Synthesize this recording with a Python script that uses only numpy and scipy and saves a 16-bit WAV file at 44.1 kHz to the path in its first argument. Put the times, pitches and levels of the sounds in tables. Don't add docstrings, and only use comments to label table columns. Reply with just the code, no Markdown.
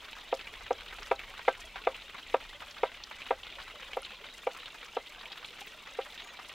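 import sys
import numpy as np
from scipy import signal
from scipy.fft import rfft, irfft, next_fast_len
from scipy.io import wavfile
from scipy.ndimage import uniform_filter1d

SR = 44100
rng = np.random.default_rng(int(sys.argv[2]) if len(sys.argv) > 2 else 0)


def pcm_store(signal):
    levels = np.round(np.clip(np.atleast_2d(signal), -1, 1) * 32767)
    wavfile.write(sys.argv[1], SR, levels.astype(np.int16).T)


N = 288398

# f/Hz, level/dB
WATER_SPECTRUM = [(40, -36), (110, -8.5), (220, -5), (350, -5.5), (520, -5), (900, -4), (1350, -4.5),
                  (1750, -8), (2250, -4), (3200, -2), (3900, -4.5), (4800, -13), (7000, -19.5),
                  (10500, -29.5), (15500, -25)]


def amp(db):
    return 10 ** (np.asarray(db) / 20)


def unit(x):
    return x / np.sqrt(np.mean(x ** 2) + 1e-20)


def over_hz(points, hz):
    f, value = np.transpose(points)
    return np.interp(np.log(hz + 1), np.log(f), value)


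def over_time(rows):
    return np.interp(np.arange(N) / SR, *np.transpose(rows))


def add(mix, at_s, sound):
    part = mix[:, max(round(at_s * SR), 0):][:, :sound.shape[-1]]
    part += sound[..., :part.shape[-1]]


def colour(x, spectrum):
    size = next_fast_len(N)
    gain = amp(over_hz(spectrum, np.fft.rfftfreq(size, 1 / SR)))
    return irfft(rfft(x, size) * gain, size)[..., :N]


def bump(hz, centre_hz, width_oct):
    return np.exp(-.5 * (np.log2((hz + 1) / centre_hz) / width_oct) ** 2)


def burst(gain, fall_s, grain, size=4096):
    t = np.arange(size) / SR - .002
    cloud = rng.standard_normal((2, size)) * np.exp(grain * rng.standard_normal(size))
    envelope = (t > 0) * np.exp(-abs(t) / fall_s)
    sound = irfft(rfft(cloud * envelope) * gain, size)
    return sound / np.linalg.norm(sound, axis=1, keepdims=True) * np.linalg.norm(envelope)


def scattered(low_hz, high_hz, top_db, range_db, count):
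    return [(when * N / SR, top_db - range_db * size, low_hz * (high_hz / low_hz) ** pitch)
            for when, size, pitch in rng.random((count, 3))]


def spread(mid_side):
    # f/Hz, coherence/1
    coherence = [(200, 0.98), (1000, 0.99), (2800, 0.99), (4000, 0.9), (5500, 0.59), (9000, 0.85),
                 (14000, 0.5)]
    size = next_fast_len(N)
    same = over_hz(coherence, np.fft.rfftfreq(size, 1 / SR))
    mid, side = rfft(mid_side, size) * np.sqrt([(1 + same) / 2, (1 - same) / 2])
    return irfft(np.array([mid + side, mid - side]), size)[:, :N]


def stream(wash_db=-7.5, gurgle_db=-13, tinkle_db=-8):
    # t/s, level/dB
    flow_curve = [(0.0, -48.5), (1.1, -47.5), (2.7, -48), (3.4, -48), (4.95, -48), (5.19, -50.5),
                  (5.28, -48), (6.54, -48)]
    flow = amp(over_time(flow_curve))
    wash = amp(wash_db) * unit(colour(rng.standard_normal((2, N)), WATER_SPECTRUM))
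    gurgle = amp(gurgle_db) * bubbles(low_hz=392.2, high_hz=1632, cycles=12.6, spread_db=3.5, count=300)
    tinkle = amp(tinkle_db) * bubbles(low_hz=1807, high_hz=4000, cycles=23.7, spread_db=1.5, count=600)
    splatter = flow * (wash + patter()) + splashes() + spray() + ticks()
    return spread(splatter) + flow * (gurgle + tinkle)


def bubble(hz, cycles, rise=0.025):
    turns = hz * np.arange(2500) / SR
    fade = np.exp(-turns / cycles) * (1 - (turns / turns[-1]) ** 2)
    return np.sin(2 * np.pi * turns * (1 + rise * np.tanh(turns / (3 * cycles)))) * fade


def bubbles(low_hz, high_hz, cycles, spread_db, count):
    out = np.zeros((1, N))
    for when, pitch, size in rng.random((count, 3)):
        hz = low_hz * (high_hz / low_hz) ** pitch
        strength = np.sqrt(hz) * amp(spread_db * min(-np.log(size), 2.5))
        add(out, when * N / SR, strength * bubble(hz, cycles))
    highpass = signal.butter(4, 0.71 * low_hz, "high", fs=SR, output="sos")
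    return unit(signal.sosfilt(highpass, out))


def patter(level_db=-3.5, spread_db=4.5, fall_s=0.0075, width_oct=0.43, count=700):
    out, hz = np.zeros((2, N)), np.fft.rfftfreq(4096, 1 / SR)
    water = amp(over_hz(WATER_SPECTRUM, hz))
    for when, pitch, size in rng.random((count, 3)):
        gain = water * (0.31 + bump(hz, 1250 * 3.2 ** pitch, width_oct))
        strength = amp(spread_db * min(-np.log(size), 2.5))
        add(out, when * N / SR, strength * burst(gain, fall_s, grain=0.47))
    return amp(level_db) * unit(out)


def spray(level_db=-64, drops_per_s=550, spread_db=3.6, fall_s=0.0012, clump_db=4.5):
    # f/Hz, level/dB
    spectrum = [(1500, -40), (4000, 0.5), (5500, 1), (8000, -5), (11000, -8.5), (14000, -10),
                (15700, -16.5)]
    clumps = amp(clump_db * unit(uniform_filter1d(rng.standard_normal(N), size=700)))
    fade = np.exp(-np.arange(600) / SR / fall_s)
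    mist = np.zeros((2, N))
    for centre_hz in (5000, 9000, 14500):
        strength = amp(spread_db * np.minimum(rng.exponential(1, N), 3.5))
        drops = strength * (rng.random(N) < drops_per_s / SR)
        envelope = np.sqrt(abs(signal.oaconvolve(drops ** 2, fade)[:N]))
        band = signal.butter(2, [centre_hz - 2400, centre_hz + 2400], "band", fs=SR, output="sos")
        mist += signal.sosfilt(band, rng.standard_normal((2, N)) * envelope)
    return amp(level_db) * unit(colour(clumps * mist, spectrum))


def air(gain_db=-0.5, eddies_db=-74):
    # f/Hz, level/dB
    spectrum = [(10, -23), (25, 2), (45, -3), (65, -8.5), (100, -13.5), (160, -47), (400, -47)]
    # t/s, level/dB
    gusts = [(0.0, -61), (0.25, -64.5), (0.5, -55.5), (1.9, -58), (2.1, -64.5), (2.55, -58), (2.75, -63),
             (3.35, -58), (4.1, -64), (4.5, -66.5), (6.54, -65.5)]
    mid, side = unit(colour(rng.standard_normal((2, N)), spectrum))
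    return amp(over_time(gusts) + gain_db) * mid + np.outer([1, -1], amp(eddies_db) * side)


def bites(gain_db=-8, centre_hz=1200, width_oct=0.93, fall_s=0.013, side_db=-8):
    # t/s, level/dB
    cuts = [(0.185, -37), (0.608, -35.5), (0.985, -35), (1.392, -31), (1.758, -28), (2.149, -34),
            (2.62, -31), (3.111, -31), (3.585, -33), (4.255, -40), (4.748, -38), (5.232, -39), (5.428, -36),
            (5.87, -35), (6.39, -35)]
    out, hz = np.zeros((2, N)), np.fft.rfftfreq(4096, 1 / SR)
    for at_s, db in cuts:
        mid, side = amp(db + gain_db) * burst(bump(hz, centre_hz, width_oct), fall_s, grain=0.76)
        add(out, at_s - .002, mid + np.outer([1, -1], amp(side_db) * side))
    return out


def knife(gain_db=-1, usual_bright_db=-26, tilt=0.76, low_hz=385, spot_db=0.95,
          drag_db=-32, drag_s=0.014, crunch_db=-22, crunch_s=0.0056, side_db=-20):
    # t/s, level/dB, brightness/dB
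    blows = [(0.326, -10, -41), (0.707, -9, -47), (1.113, -7, -32), (1.48, -4, -28.5), (1.87, -7, -35.5),
             (2.342, -6, -34), (2.833, -7.5, -37), (3.307, -8, -37), (3.969, -14.5, -38), (4.469, -11, -40),
             (4.968, -13.5, -41), (5.988, -14.5, -46.5)]
    # delay/s, level/dB, width/s
    contacts = [(0.0015, -9, 0.0001), (0.0038, 0, 0.00012), (0.008, -6.5, 0.00012)]
    # f/Hz, level/dB, t60/s
    board = [(261.5, -7.5, 0.043), (391, -11.5, 0.026), (491, -13.5, 0.027), (532.6, -13.5, 0.059),
             (652, -6.5, 0.025), (746, -15.5, 0.022), (796, -17, 0.066), (908, -20, 0.034),
             (957, -16.5, 0.039), (1074, -23, 0.11), (1166, -12, 0.029), (1240, -30, 0.086),
             (1322, -18.5, 0.098), (1560, -13.5, 0.085), (1810, -23.5, 0.053), (2054, -5.5, 0.027),
             (2290, -6, 0.013), (2670, -23, 0.024), (3560, -1, 0.017)]
    out, t, hz = np.zeros((2, N)), np.arange(8192) / SR, np.fft.rfftfreq(8192, 1 / SR)
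    modes = rfft(np.array([amp(db - 60 * t / t60) * np.cos(2 * np.pi * f * t) for f, db, t60 in board]))
    modes *= hz ** 8 / (hz ** 8 + low_hz ** 8)
    treble = hz ** 4 / (hz ** 4 + 900 ** 4)
    # f/Hz, level/dB
    crunch_spectrum = [(500, -22), (1300, 5.5), (2400, 23), (3700, 8.0), (4800, -35), (12000, -35)]
    crunch_gain = amp(over_hz(crunch_spectrum, hz[::2]))
    force = sum(amp(db) * np.exp(-2 * (np.pi * hz * width_s) ** 2 - 2j * np.pi * hz * delay_s)
                for delay_s, db, width_s in contacts)
    lead_samples = 300
    for at_s, db, bright_db in blows:
        ring = amp(spot_db * rng.standard_normal(len(board))) @ modes
        hard_db = tilt * (bright_db - usual_bright_db)
        drag = rfft(rng.standard_normal(len(t)) * np.exp(-t / drag_s)) / (1 + (hz / 1400) ** 2)
        knock = irfft((force + amp(drag_db) * drag) * ring * amp(hard_db * treble))
        knock = 5 * np.roll(knock, lead_samples) / np.linalg.norm(knock)
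        add(out, at_s - lead_samples / SR, amp(db + gain_db) * knock)
        mid, side = amp(db + crunch_db + hard_db / 2) * burst(crunch_gain, crunch_s, grain=0.083)
        add(out, at_s - .002, mid + np.outer([1, -1], amp(side_db) * side))
    return out


def ticks(gain_db=-4, width_hz=1500, fall_s=0.003):
    # t/s, level/dB, f/Hz
    sharp = [(0.341, -37, 4700), (0.728, -40, 6050), (1.0305, -37.5, 5040), (2.7095, -38, 5200),
             (3.0373, -29.5, 4550), (4.019, -43, 10000), (5.6665, -43, 15600)]
    faint = scattered(low_hz=4760, high_hz=7600, top_db=-44, range_db=9, count=20)
    out, hz = np.zeros((2, N)), np.fft.rfftfreq(4096, 1 / SR)
    for at_s, db, centre_hz in list(sharp) + faint:
        band = (1 + ((hz - centre_hz) / width_hz) ** 2) ** -2
        add(out, at_s - .002, amp(db + gain_db) * burst(band, fall_s, grain=0.5) * [[1], [.7]])
    return out


def splashes(crack_db=-6, crack_s=0.0032, scatter_db=-11, scatter_s=0.011, width_oct=0.28,
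             plop_db=-24, plop_s=0.014, grain=0.99, ring_db=-11):
    # t/s, level/dB, f/Hz
    loud = [(0.392, -34, 2280), (0.4712, -30, 2260), (0.5377, -34, 2150), (0.8805, -36, 3250),
            (1.1924, -29.5, 2080), (1.945, -31, 2690), (2.9426, -39, 2180), (3.2178, -30, 2390),
            (3.432, -33, 3200), (3.4675, -33.5, 3100), (3.8242, -36, 3160), (3.9327, -29, 2300),
            (4.0517, -34.5, 3120), (4.6588, -30.5, 3440), (5.2121, -37.5, 3600), (5.2567, -33, 2650),
            (5.3188, -32.5, 3750), (5.4455, -30, 2980), (6.1772, -33, 3170)]
    lesser = scattered(low_hz=2020, high_hz=3560, top_db=-34.5, range_db=10, count=32)
    out, hz = np.zeros((2, N)), np.fft.rfftfreq(4096, 1 / SR)
    water = amp(over_hz(WATER_SPECTRUM, hz))
    for at_s, db, centre_hz in list(loud) + lesser:
        gain = water * (0.23 + bump(hz, centre_hz, width_oct))
        crack = amp(db + crack_db) * burst(gain, crack_s, grain)
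        scatter = amp(db + scatter_db) * burst(gain, scatter_s, grain)
        plop = amp(db + plop_db) * burst(bump(hz, centre_hz=1060, width_oct=1), plop_s, grain)
        add(out, at_s - .002, crack + scatter + plop)
        for late, pitch in rng.random((2, 2)):
            ring = amp(db + ring_db) * bubble(centre_hz * (0.94 + .45 * pitch), cycles=12)
            add(out[:1], at_s + late * scatter_s, ring)
    return out


def bird(gain_db=-1, waver=0.0063, bend=.06):
    # t/s, length/s, top f/Hz, level/dB
    calls = [(4.715, 0.063, 6950, -66), (6.21, 0.12, 6740, -60)]
    out = np.zeros((2, N))
    for at_s, length_s, top_hz, db in calls:
        arch = np.sin(np.pi * np.arange(0, length_s, 1 / SR) / length_s)
        jitter = unit(uniform_filter1d(rng.standard_normal(len(arch)), size=80))
        pitch_hz = top_hz * (1 - bend * (1 - arch)) * (1 + waver * jitter)
        whistle = np.sin(2 * np.pi * np.cumsum(pitch_hz) / SR)
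        add(out, at_s, amp(db + gain_db) * np.sqrt(abs(arch)) * whistle)
    return out


def plink(at_s=5.616, level_db=-40.5, pitch_hz=797):
    out = np.zeros((2, N))
    add(out, at_s, amp(level_db) * bubble(pitch_hz, cycles=9))
    return out


def scene():
    return knife() + bites() + stream() + plink() + air() + bird()


def record(dry):
    edge_hz = 15850
    lowpass = signal.firwin(601, edge_hz, window=("kaiser", 9), fs=SR)
    return signal.oaconvolve(dry, lowpass[None], "same")


dry = scene()
out = record(dry)
pcm_store(out)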